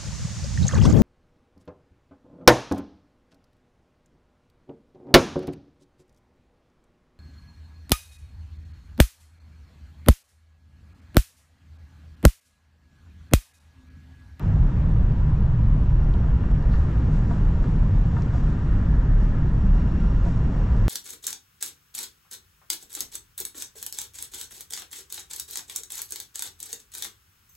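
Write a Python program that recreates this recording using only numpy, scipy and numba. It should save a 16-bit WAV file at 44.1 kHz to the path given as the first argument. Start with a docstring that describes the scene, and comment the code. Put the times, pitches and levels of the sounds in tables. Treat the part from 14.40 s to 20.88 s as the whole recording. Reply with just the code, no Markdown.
"""Among the seats of a fast train

The car body booms and rumbles: a gliding sine for its boom, brief steady sines for other slow modes,
shaped noise for floor and walls. Over it lie a rolling roar and a hiss of air (noise), a faint motor
whine (wavering partials) and a singing rail (narrow noise). Fittings knock and tick as short decaying
tones, and cloth brushes once. A small stereo microphone with a peak limiter listens from the seats."""
import sys
import numpy as np
from scipy import signal
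from scipy.fft import rfft, irfft, next_fast_len
from scipy.io import wavfile
from scipy.ndimage import uniform_filter1d
from numba import njit

SR = 44100
rng = np.random.default_rng(int(sys.argv[2]) if len(sys.argv) > 2 else 0)


def master_out(mix):
    """Clip the mix to full scale and print it as 16-bit PCM to the path in sys.argv[1]."""
    frames = np.transpose(np.atleast_2d(mix))
    ceiling = np.clip(frames, -1, 1)
    pcm = np.round(ceiling * 32767).astype(np.int16)
    wavfile.write(sys.argv[1], SR, pcm)


def attenuation_scalar(level_db):
    """Turn a level in dB into a linear amplitude multiplier (20 dB per decade)."""
    decades = np.asarray(level_db, float) / 20
    return 10 ** decades


N = 285843  # samples

# All levels are as they reach the microphone, ahead of its limiter.
# Lowest mode of the car body, a boom that swells and sinks irregularly.
# Each row: peak in seconds, level in dB, pitch in Hz.
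BODY_SWELLS = [(.25, -16, 36.61), (.5, -19, 34.11), (.66, -16.5, 35.18), (.82, -22, 34.89),
               (1.0, -20.5, 34.72), (1.32, -14.5, 37.76), (1.56, -18, 36.09), (1.69, -16.5, 36.2),
               (1.88, -20.5, 35.44), (2.15, -21, 35.39), (2.38, -26, 37.23), (2.76, -20.5, 34.04),
               (3.06, -16.5, 34.3), (3.2, -19.5, 33.15), (3.41, -17, 36.92), (3.59, -13.5, 37.94),
               (4.05, -17, 37.25), (4.33, -16.5, 36.07), (4.6, -18, 36.84), (4.74, -13.5, 35.3),
               (4.88, -18.5, 35.67), (5.15, -22, 38.6), (5.33, -14.5, 36.7), (5.66, -20, 40.1),
               (5.81, -18.5, 39.14), (6.2, -23.5, 39.5), (6.42, -17, 35.95)]
# Sway and hum of the body. Each row: centre in Hz, level in dB, width in Hz.
BODY_HUM = [(17.3, -29, 2.5), (36, -29.5, 8)]
# Floor and wall modes that swell briefly within the rumble.
# Each row: peak in seconds, level in dB, pitch in Hz.
MODE_SURGES = [(0.081, -22, 100.8), (0.139, -22, 153.5), (0.209, -23.5, 58.7), (.48, -24, 157),
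               (.54, -30.5, 115), (.58, -19, 59.6), (.75, -24, 59.2), (.89, -25, 115.2),
               (0.999, -27.5, 118.6), (1.04, -19.5, 63), (1.0, -30.5, 195.7), (1.14, -24.5, 155),
               (1.15, -21.5, 119.4), (1.26, -21.5, 109.3), (1.26, -30, 202.5), (1.41, -26, 62.9),
               (1.53, -22.5, 55.7), (1.851, -22, 64.7), (1.88, -26, 120.2), (1.94, -26, 58.6),
               (2.13, -24, 57), (2.3, -23.5, 58.8), (2.43, -26.5, 76), (2.48, -25.5, 116.8),
               (2.58, -22.5, 108), (2.59, -24.5, 56.9), (2.7, -27.5, 154), (3.36, -27.5, 146),
               (3.53, -20, 99.3), (3.96, -22.5, 58), (4.29, -21.5, 60.5), (4.36, -23.5, 103.4),
               (4.5, -17, 54.1), (4.62, -28.5, 64), (5.0, -24.5, 152.8), (5.261, -29.5, 190.6),
               (5.54, -31.5, 181.4), (5.68, -22, 61.8), (6.05, -21, 60.9), (6.32, -21, 63.16),
               (6.42, -23, 100.2)]
# Spectrum of the rumble. 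Each row: frequency in Hz, relative density in dB per Hz.
RUMBLE_SPECTRUM = [(12, -4), (25, -8), (45, -4), (90, -9.5), (170, -16), (260, -34.5), (400, -47),
                   (600, -67.5), (1500, -130)]
# Panel and cabin modes in the rumble. Each row: centre in Hz, width in Hz, lift in dB.
CABIN_MODES = [(56.5, 17, 10.5), (73.3, 16, 8), (102, 14, 3.5), (115.2, 12, 5), (148.8, 9.9, 7),
               (181.4, 3.4, 5), (198.3, 3.6, 7), (223, 6, 6), (249.7, 35, 6)]
# Middle rumble, from the shaking floor. Each row: time in seconds, level in dB before its drift.
FLOOR_LEVEL = [(0, -24.5), (1, -23.5), (1.7, -24), (2.4, -27.5), (3.3, -26.5), (3.9, -27), (4.7, -28),
               (5.6, -30), (6.5, -27.5)]
# Brightness of the ride, varying with the track. Each row: time in seconds, brightness from 0 to 1.
BRIGHTNESS = [(0, 0.5), (.8, 0.02), (1.7, 0), (2.1, 0.2), (2.5, 0.8), (3.4, 0.64), (4.1, 0.81), (4.7, 0.4),
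              (5.2, 0.4), (5.6, 0.8), (6.5, 1)]
# Spectrum of the rolling roar. Each row: frequency in Hz, relative density in dB per Hz.
ROAR_SPECTRUM = [(150, -13), (260, -1), (344, -5.5), (450, -9.5), (600, -12.5), (733, -15), (831, -15.5),
                 (1160, -17), (1500, -21), (1850, -25), (2100, -28), (3100, -34), (4500, -43.5),
                 (8000, -73.5)]
# Spectrum of the air hiss. Each row: frequency in Hz, relative density in dB per Hz.
HISS_SPECTRUM = [(1200, -21.5), (2500, -2), (3500, 1), (4300, -1.5), (5200, 1), (6300, -0.5), (7300, -1),
                 (8200, -9), (9000, -12.5), (9700, -16.5), (10500, -27.5), (12500, -31.5)]
# Short flares of the hiss, as when cloth or trim rubs. Each row: peak in seconds, lift in dB.
HISS_FLARES = [(2.36, 3.5), (2.75, 4.5), (2.92, 4), (3.25, 2.5), (3.779, 3), (3.96, 5), (4.08, 2),
               (4.83, 4), (5.35, 2.5), (5.87, 5.5), (6.39, 1.5)]
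# Motor whine before its wander. Each row: time in seconds, gain in dB, pitch in Hz.
WHINE_PATH = [(0, -4, 1390), (.8, -2, 1391), (1.1, -5, 1390), (1.7, -3, 1391), (2.3, -1, 1390),
              (2.9, 0, 1392), (3.5, -1, 1392), (4.1, 1, 1389), (4.6, -1, 1390), (5, -1, 1389),
              (5.4, 3, 1390), (6, 3, 1389), (6.5, 3, 1386)]
# Partials of the whine, before its gain. Each row: multiple of the pitch, clear line in dB,
# blur in dB, width of the blur in Hz.
WHINE_PARTIALS = [(1, -66.5, -66, 24), (2, -75, -70.5, 160), (3, -85.5, -88, 30), (4, -82.5, -77.5, 260)]
# Steady fuzzy tone. Each row: centre in Hz, level in dB, width in Hz.
STEADY_DRONES = [(960, -55, 120)]
# Wheels and rail singing together, before their gain. Each row: resonance in Hz, level in dB, width in Hz.
RAIL_RESONANCES = [(1240, -66, 30), (1300, -58, 300), (1545, -66, 40), (1696, -63, 12), (1700, -58, 400),
                   (1846, -64.5, 16), (1890, -69, 40)]
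# Singing as the track changes. Each row: time in seconds, gain in dB.
RAIL_SINGING = [(0, -3), (1.4, -5.5), (1.8, -3), (2.3, 2.5), (2.9, -1.5), (3.6, -6.5), (4.1, 2), (4.8, 3),
                (5.3, -1), (5.9, -3), (6.5, 2.5)]
# Dull knocks of loose fittings. Each row: start in seconds, peak in dB before panning and cabin tail,
# centre of the blow in Hz, left over right in dB, slowness (1 is crisp).
FITTING_KNOCKS = [(1.741, -37, 970, 1, 1.3), (1.832, -36, 970, 1, 2), (2.036, -32, 900, 1, .85),
                  (2.335, -35, 1650, 1, 1.2), (2.9065, -25.5, 800, 3, 1.2), (3.2385, -33, 1520, 2.5, .8),
                  (3.764, -28.5, 1270, 3, 1), (3.782, -35, 1000, 3, 1.2), (3.926, -37, 950, 1, 1.5),
                  (3.943, -30.5, 540, 1, 1.1), (3.944, -37, 1750, 1, .8), (5.855, -32.5, 560, 3.5, 1.8),
                  (5.872, -37, 640, 3.5, 1.8)]
# Modes of a plastic panel. Each row: frequency in Hz before detuning, level in dB before the blow's
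# focus, decay by 60 dB in seconds at slowness 1.
PANEL_MODES = [(540, -2, .026), (700, 1, .03), (970, 0, .028), (1200, 0, .025), (1450, 1, .022),
               (1700, 1, .021), (2050, -2, .017), (2700, -3, .015), (3500, -2, .014)]
# Small bright ticks. Each row: start in seconds, level in dB before panning and cabin tail,
# pitch in Hz, left over right in dB.
BRIGHT_TICKS = [(.7204, -52, 4500, 0), (1.7392, -38, 3200, 3), (1.7404, -48, 4800, 3),
                (1.7405, -51, 7400, 3), (2.113, -54, 7500, 0), (2.2254, -46, 4800, 1),
                (2.3385, -40.5, 2700, 0), (3.2425, -43.5, 3400, 1), (3.8215, -37.5, 5400, 1),
                (3.944, -48, 3400, 1), (5.856, -47, 4200, 2), (6.39, -56, 8000, 0)]
# One rough brush of cloth. A single row: peak in seconds, rise in seconds, fall in seconds,
# level in dB before grain and swell, centre in Hz, width in Hz.
CLOTH_BRUSH = (2.318, .01, .07, -60, 4150, 1300)
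# Noise at the two microphone ports. Each row: frequency in Hz, left-right likeness from 0 to 1.
PORT_LIKENESS = [(60, .9998), (125, .999), (250, .995), (520, 0.89), (900, 0.78), (1540, 0.72),
                 (2650, 0.62), (5000, 0.7), (8000, 0.86), (12000, 0.8)]
# Each row: frequency in Hz, left over right in dB.
PORT_LEAN = [(60, -.3), (250, .3), (500, 1.4), (1140, 1.8), (2650, 1), (5000, .3)]
# Each row: frequency in Hz, lead of the left port in radians.
PORT_LEAD = [(300, 0), (700, 0), (1890, -.7), (2840, -.6), (5000, -.3)]


def evened(x):
    """Scales to rms 1."""
    return x / np.sqrt(np.mean(x ** 2) + 1e-20)


def read(points, hz):
    """Reads a spectrum table on a log-frequency axis."""
    f, value = np.transpose(points)
    return np.interp(np.log(hz + 1), np.log(f + 1), value)


def curve(rows, column=1):
    """One column of a time table, at every sample."""
    rows = np.asarray(rows)
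    return np.interp(np.arange(N) / SR, rows[:, 0], rows[:, column])


def bump(t, rise, fall):
    """A bell around t = 0 with its own rise and fall in seconds (to 1/e)."""
    return np.exp(-(t / np.where(t < 0, rise, fall)) ** 2)


def level(dull_db, change_db):
    """Gain of a layer as the brightness moves it: dB when dull, and change at full brightness."""
    return attenuation_scalar(dull_db + change_db * curve(BRIGHTNESS))


def drift():
    """Random wander of rms 1, a sum of slow sines held for 64 samples at a time."""
    t = np.arange(0, N, 64) / SR
    rates_hz = np.geomspace(.3, 9.1, num=20)
    wander = sum(np.sin(2 * np.pi * (f * t + rng.random())) / np.sqrt(f) for f in rates_hz)
    return np.repeat(evened(wander), 64)[:N]


def noise(colour_db, size, patchy_db):
    """Random short-time spectra as both microphone ports hear them, with drifting patches."""
    frames, hz = 4 * N // size + 5, np.fft.rfftfreq(size, 1 / SR)
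    a, b, c, d, patches = rng.standard_normal((frames, len(hz), 5)).T
    patches = uniform_filter1d(patches, size=size // 80, axis=0)  # across frequency
    patches = evened(uniform_filter1d(patches, size=8, axis=1))  # across time
    same = np.clip(read(PORT_LIKENESS, hz), 0, 1)[:, None]
    left = a + 1j * b
    right = same * left + np.sqrt(1 - same ** 2) * (c + 1j * d)
    right = right * np.exp(-1j * read(PORT_LEAD, hz))[:, None]
    lean = attenuation_scalar(read(PORT_LEAN, hz) / 2)[:, None]
    colour = attenuation_scalar(colour_db(hz)[:, None] + patchy_db * patches)
    spectra = np.array([left * lean, right / lean]) * colour
    return evened(signal.istft(spectra, nperseg=size, noverlap=3 * size // 4)[1][:, :N])


def peaks(rows, hz):
    """Amplitude spectrum of a few (Hz, dB, width in Hz) resonances."""
    power = sum(attenuation_scalar(db) ** 2 / width / (1 + (2 * (hz - f) / width) ** 2) ** 2 for f, db, width in rows)
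    return np.sqrt(power)


def tones(lines, size=4096):
    """Narrow bands of noise, heard as fuzzy tones."""
    total = np.sqrt(sum(attenuation_scalar(db) ** 2 for _, db, _ in lines))
    return total * noise(lambda hz: 20 * np.log10(peaks(lines, hz)), size=size, patchy_db=0.0)


def boom():
    """One slow body mode, equal at both ports, glides in pitch from swell to swell over the hum."""
    t = np.arange(N) / SR
    rise_s, fall_s = .055, .055
    power = sum((attenuation_scalar(db) * bump(t - s, rise_s, fall_s)) ** 2 for s, db, _ in BODY_SWELLS)
    angle = 2 * np.pi * np.cumsum(curve(BODY_SWELLS, column=2)) / SR
    return np.sqrt(2) * np.sqrt(power) * np.sin(angle) + tones(BODY_HUM, size=32768)


def surges():
    """Each surge is one floor or wall mode of fixed pitch that swells and dies, the same at both ports."""
    t = np.arange(N) / SR
    rise_s, fall_s = .044, .05
    sound = np.zeros(N)
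    for (s, db, hz), turn in zip(MODE_SURGES, rng.random(len(MODE_SURGES))):
        sound += attenuation_scalar(db) * bump(t - s, rise_s, fall_s) * np.sin(2 * np.pi * (hz * t + turn))
    return np.sqrt(2) * sound


def rumble():
    """Low noise lifted at the modes of floor, walls and cabin air; three regions drift on their own."""
    def colour_db(hz):
        lift = sum(db / (1 + (2 * (hz - f) / width) ** 2) for f, width, db in CABIN_MODES)
        return read(RUMBLE_SPECTRUM, hz) + lift

    sound = noise(colour_db, size=16384, patchy_db=.5)
    size = next_fast_len(N)
    spectrum, hz = rfft(sound, size), np.fft.rfftfreq(size, 1 / SR)
    above_low, above_mid = (1 / (1 + (edge_hz / (hz + 1)) ** 8) for edge_hz in (95, 185))
    shares = (1 - above_low, above_low - above_mid, above_mid)  # deep, middle, upper
    gains = (attenuation_scalar(-24), attenuation_scalar(curve(FLOOR_LEVEL)), level(-37.5, 5.15))
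    drift_db = 1.07  # rms
    mix = np.zeros((2, N))
    for share, gain in zip(shares, gains):
        region = evened(irfft(spectrum * share)[:, :N])
        mix += gain * attenuation_scalar(drift_db * drift()) * region
    return mix


def air():
    """Roar and hiss are shaped noise that follows the brightness; the hiss also flares."""
    roar = noise(lambda hz: read(ROAR_SPECTRUM, hz), size=1024, patchy_db=0.9)
    hiss = noise(lambda hz: read(HISS_SPECTRUM, hz), size=512, patchy_db=0.8)
    t = np.arange(N) / SR
    rise_s, fall_s = .03, .061
    flare_db = sum(db * bump(t - s, rise_s, fall_s) for s, db in HISS_FLARES)
    return level(-39, 1.7) * roar + level(-68.5, 5.06) * attenuation_scalar(flare_db) * hiss


def whine():
    """Motor partials, clear and blurred, swell and waver together in level; the clear pitch wanders."""
    wander_hz, waver_db = 1.8, 1.8  # rms
    pitch_hz = curve(WHINE_PATH, column=2)
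    angle = 2 * np.pi * np.cumsum(pitch_hz + wander_hz * drift()) / SR
    lines = np.sqrt(2) * sum(attenuation_scalar(db) * np.sin(k * angle) for k, db, _, _ in WHINE_PARTIALS)
    blur = tones([(k * pitch_hz.mean(), db, width) for k, _, db, width in WHINE_PARTIALS])
    return attenuation_scalar(curve(WHINE_PATH) + waver_db * drift()) * (lines + blur)


def drone():
    """A narrow band of noise holds a steady fuzzy tone."""
    return tones(STEADY_DRONES)


def rail():
    """Wheels and rail sing at shared resonances, narrow noise under one moving gain."""
    return attenuation_scalar(curve(RAIL_SINGING)) * tones(RAIL_RESONANCES)


def place(mix, s, sound, pan_db):
    """Adds a short sound at time s, leaning left (positive) or right."""
    spot = mix[:, round(s * SR):][:, :len(sound)]
    panned = sound * attenuation_scalar(np.array([[pan_db], [-pan_db]]) / 2)
    spot += panned[:, :spot.shape[1]]


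def knocks(mix):
    """A padded blow rings the modes of a plastic panel, strongest near the blow's centre pitch."""
    t = np.arange(SR // 8) / SR
    focus_db, rattle_db = 14.0, -15  # fall-off per octave squared; far modes fall no further than this
    start_s = .007  # at slowness 1
    # each fitting is a little different
    detune = 1 + 0.045 * rng.uniform(-1, 1, (len(FITTING_KNOCKS), len(PANEL_MODES)))
    for (s, db, centre_hz, pan_db, slow), factors in zip(FITTING_KNOCKS, detune):
        ring = np.zeros(len(t))
        for k, ((hz, mode_db, t60), factor) in enumerate(zip(PANEL_MODES, factors)):
            reach_db = max(-focus_db * np.log2(hz / centre_hz) ** 2, rattle_db)
            decay = attenuation_scalar(mode_db + reach_db - 60 * t / (t60 * slow))
            ring += decay * np.sin(2 * np.pi * hz * factor * t + k * k)
        ring *= (1 - np.exp(-t / (start_s * slow))) ** 2  # soft start
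        place(mix, s, attenuation_scalar(db) * ring / abs(ring).max(), pan_db)


def ticks(mix):
    """A tick is a brief pulse of treble with a fainter ring after it."""
    t = np.arange(SR // 8) / SR
    centre_s, cycles = .0004, .75  # pulse centre, and half-width in cycles
    ring_db, ring_t60_s = -14.5, .016
    for s, db, hz, pan_db in BRIGHT_TICKS:
        pulse = np.exp(-((t - centre_s) * hz / cycles) ** 2)
        ring = attenuation_scalar(ring_db - 60 * t / ring_t60_s) * (t > centre_s)
        place(mix, s, attenuation_scalar(db) * np.sin(2 * np.pi * hz * t) * (pulse + ring), pan_db)


def cabin(x, t60, wet_db):
    """Soft seats and walls give a short diffuse tail, different at each port."""
    t = np.arange(SR // 3) / SR
    tail = rng.standard_normal((2, len(t))) * attenuation_scalar(-60 * t / t60) * (t > .003)
    tail = tail / np.linalg.norm(tail[0])
    return x + attenuation_scalar(wet_db) * signal.fftconvolve(x, tail, axes=1)[:, :N]


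def fittings():
    """Loose fittings knock and tick, and the cabin answers with its short tail."""
    mix = np.zeros((2, N))
    knocks(mix)
    ticks(mix)
    return cabin(mix, t60=.12, wet_db=-9)


def rustle():
    """Cloth brushes once: a swell of hiss broken into uneven grains."""
    s, rise, fall, db, hz, width = CLOTH_BRUSH
    unevenness = evened(uniform_filter1d(rng.standard_normal(N), size=150))
    grains = evened(attenuation_scalar(4 * unevenness))
    return tones([(hz, db, width)]) * grains * bump(np.arange(N) / SR - s, rise, fall)


def scene():
    """All sources at the microphone; the bass fades in over the first 0.05 s."""
    fade_in = np.minimum(np.arange(N) / SR / .05, 1)
    bass = (boom() + surges() + rumble()) * fade_in
    return bass + air() + whine() + drone() + rail() + fittings() + rustle()


@njit
def follow(x, fall):
    """Peak follower: jumps up at once, sinks slowly."""
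    out, held = np.empty_like(x), 0.
    for i in range(len(x)):
        held = max(x[i], held * fall)
        out[i] = held
    return out


def low_pass(x):
    """Removes everything above the highest recorded frequency."""
    return signal.sosfilt(signal.butter(12, 12750, fs=SR, output="sos"), x)


def record(dry):
    """The microphone's limiter turns both ports down together on peaks above -13 dB."""
    peak = follow(abs(dry).max(0), np.exp(-1 / (0.0036 * SR)))  # sinks to 1/e in 3.6 ms
    over_db = np.maximum(20 * np.log10(peak + 1e-9) + 13, 0)
    smooth_over_db = uniform_filter1d(over_db, size=300, origin=-100)  # window leans ahead in time
    mix = dry * attenuation_scalar(-.7 * smooth_over_db)
    return low_pass(mix)


dry = scene()
out = record(dry)
master_out(out)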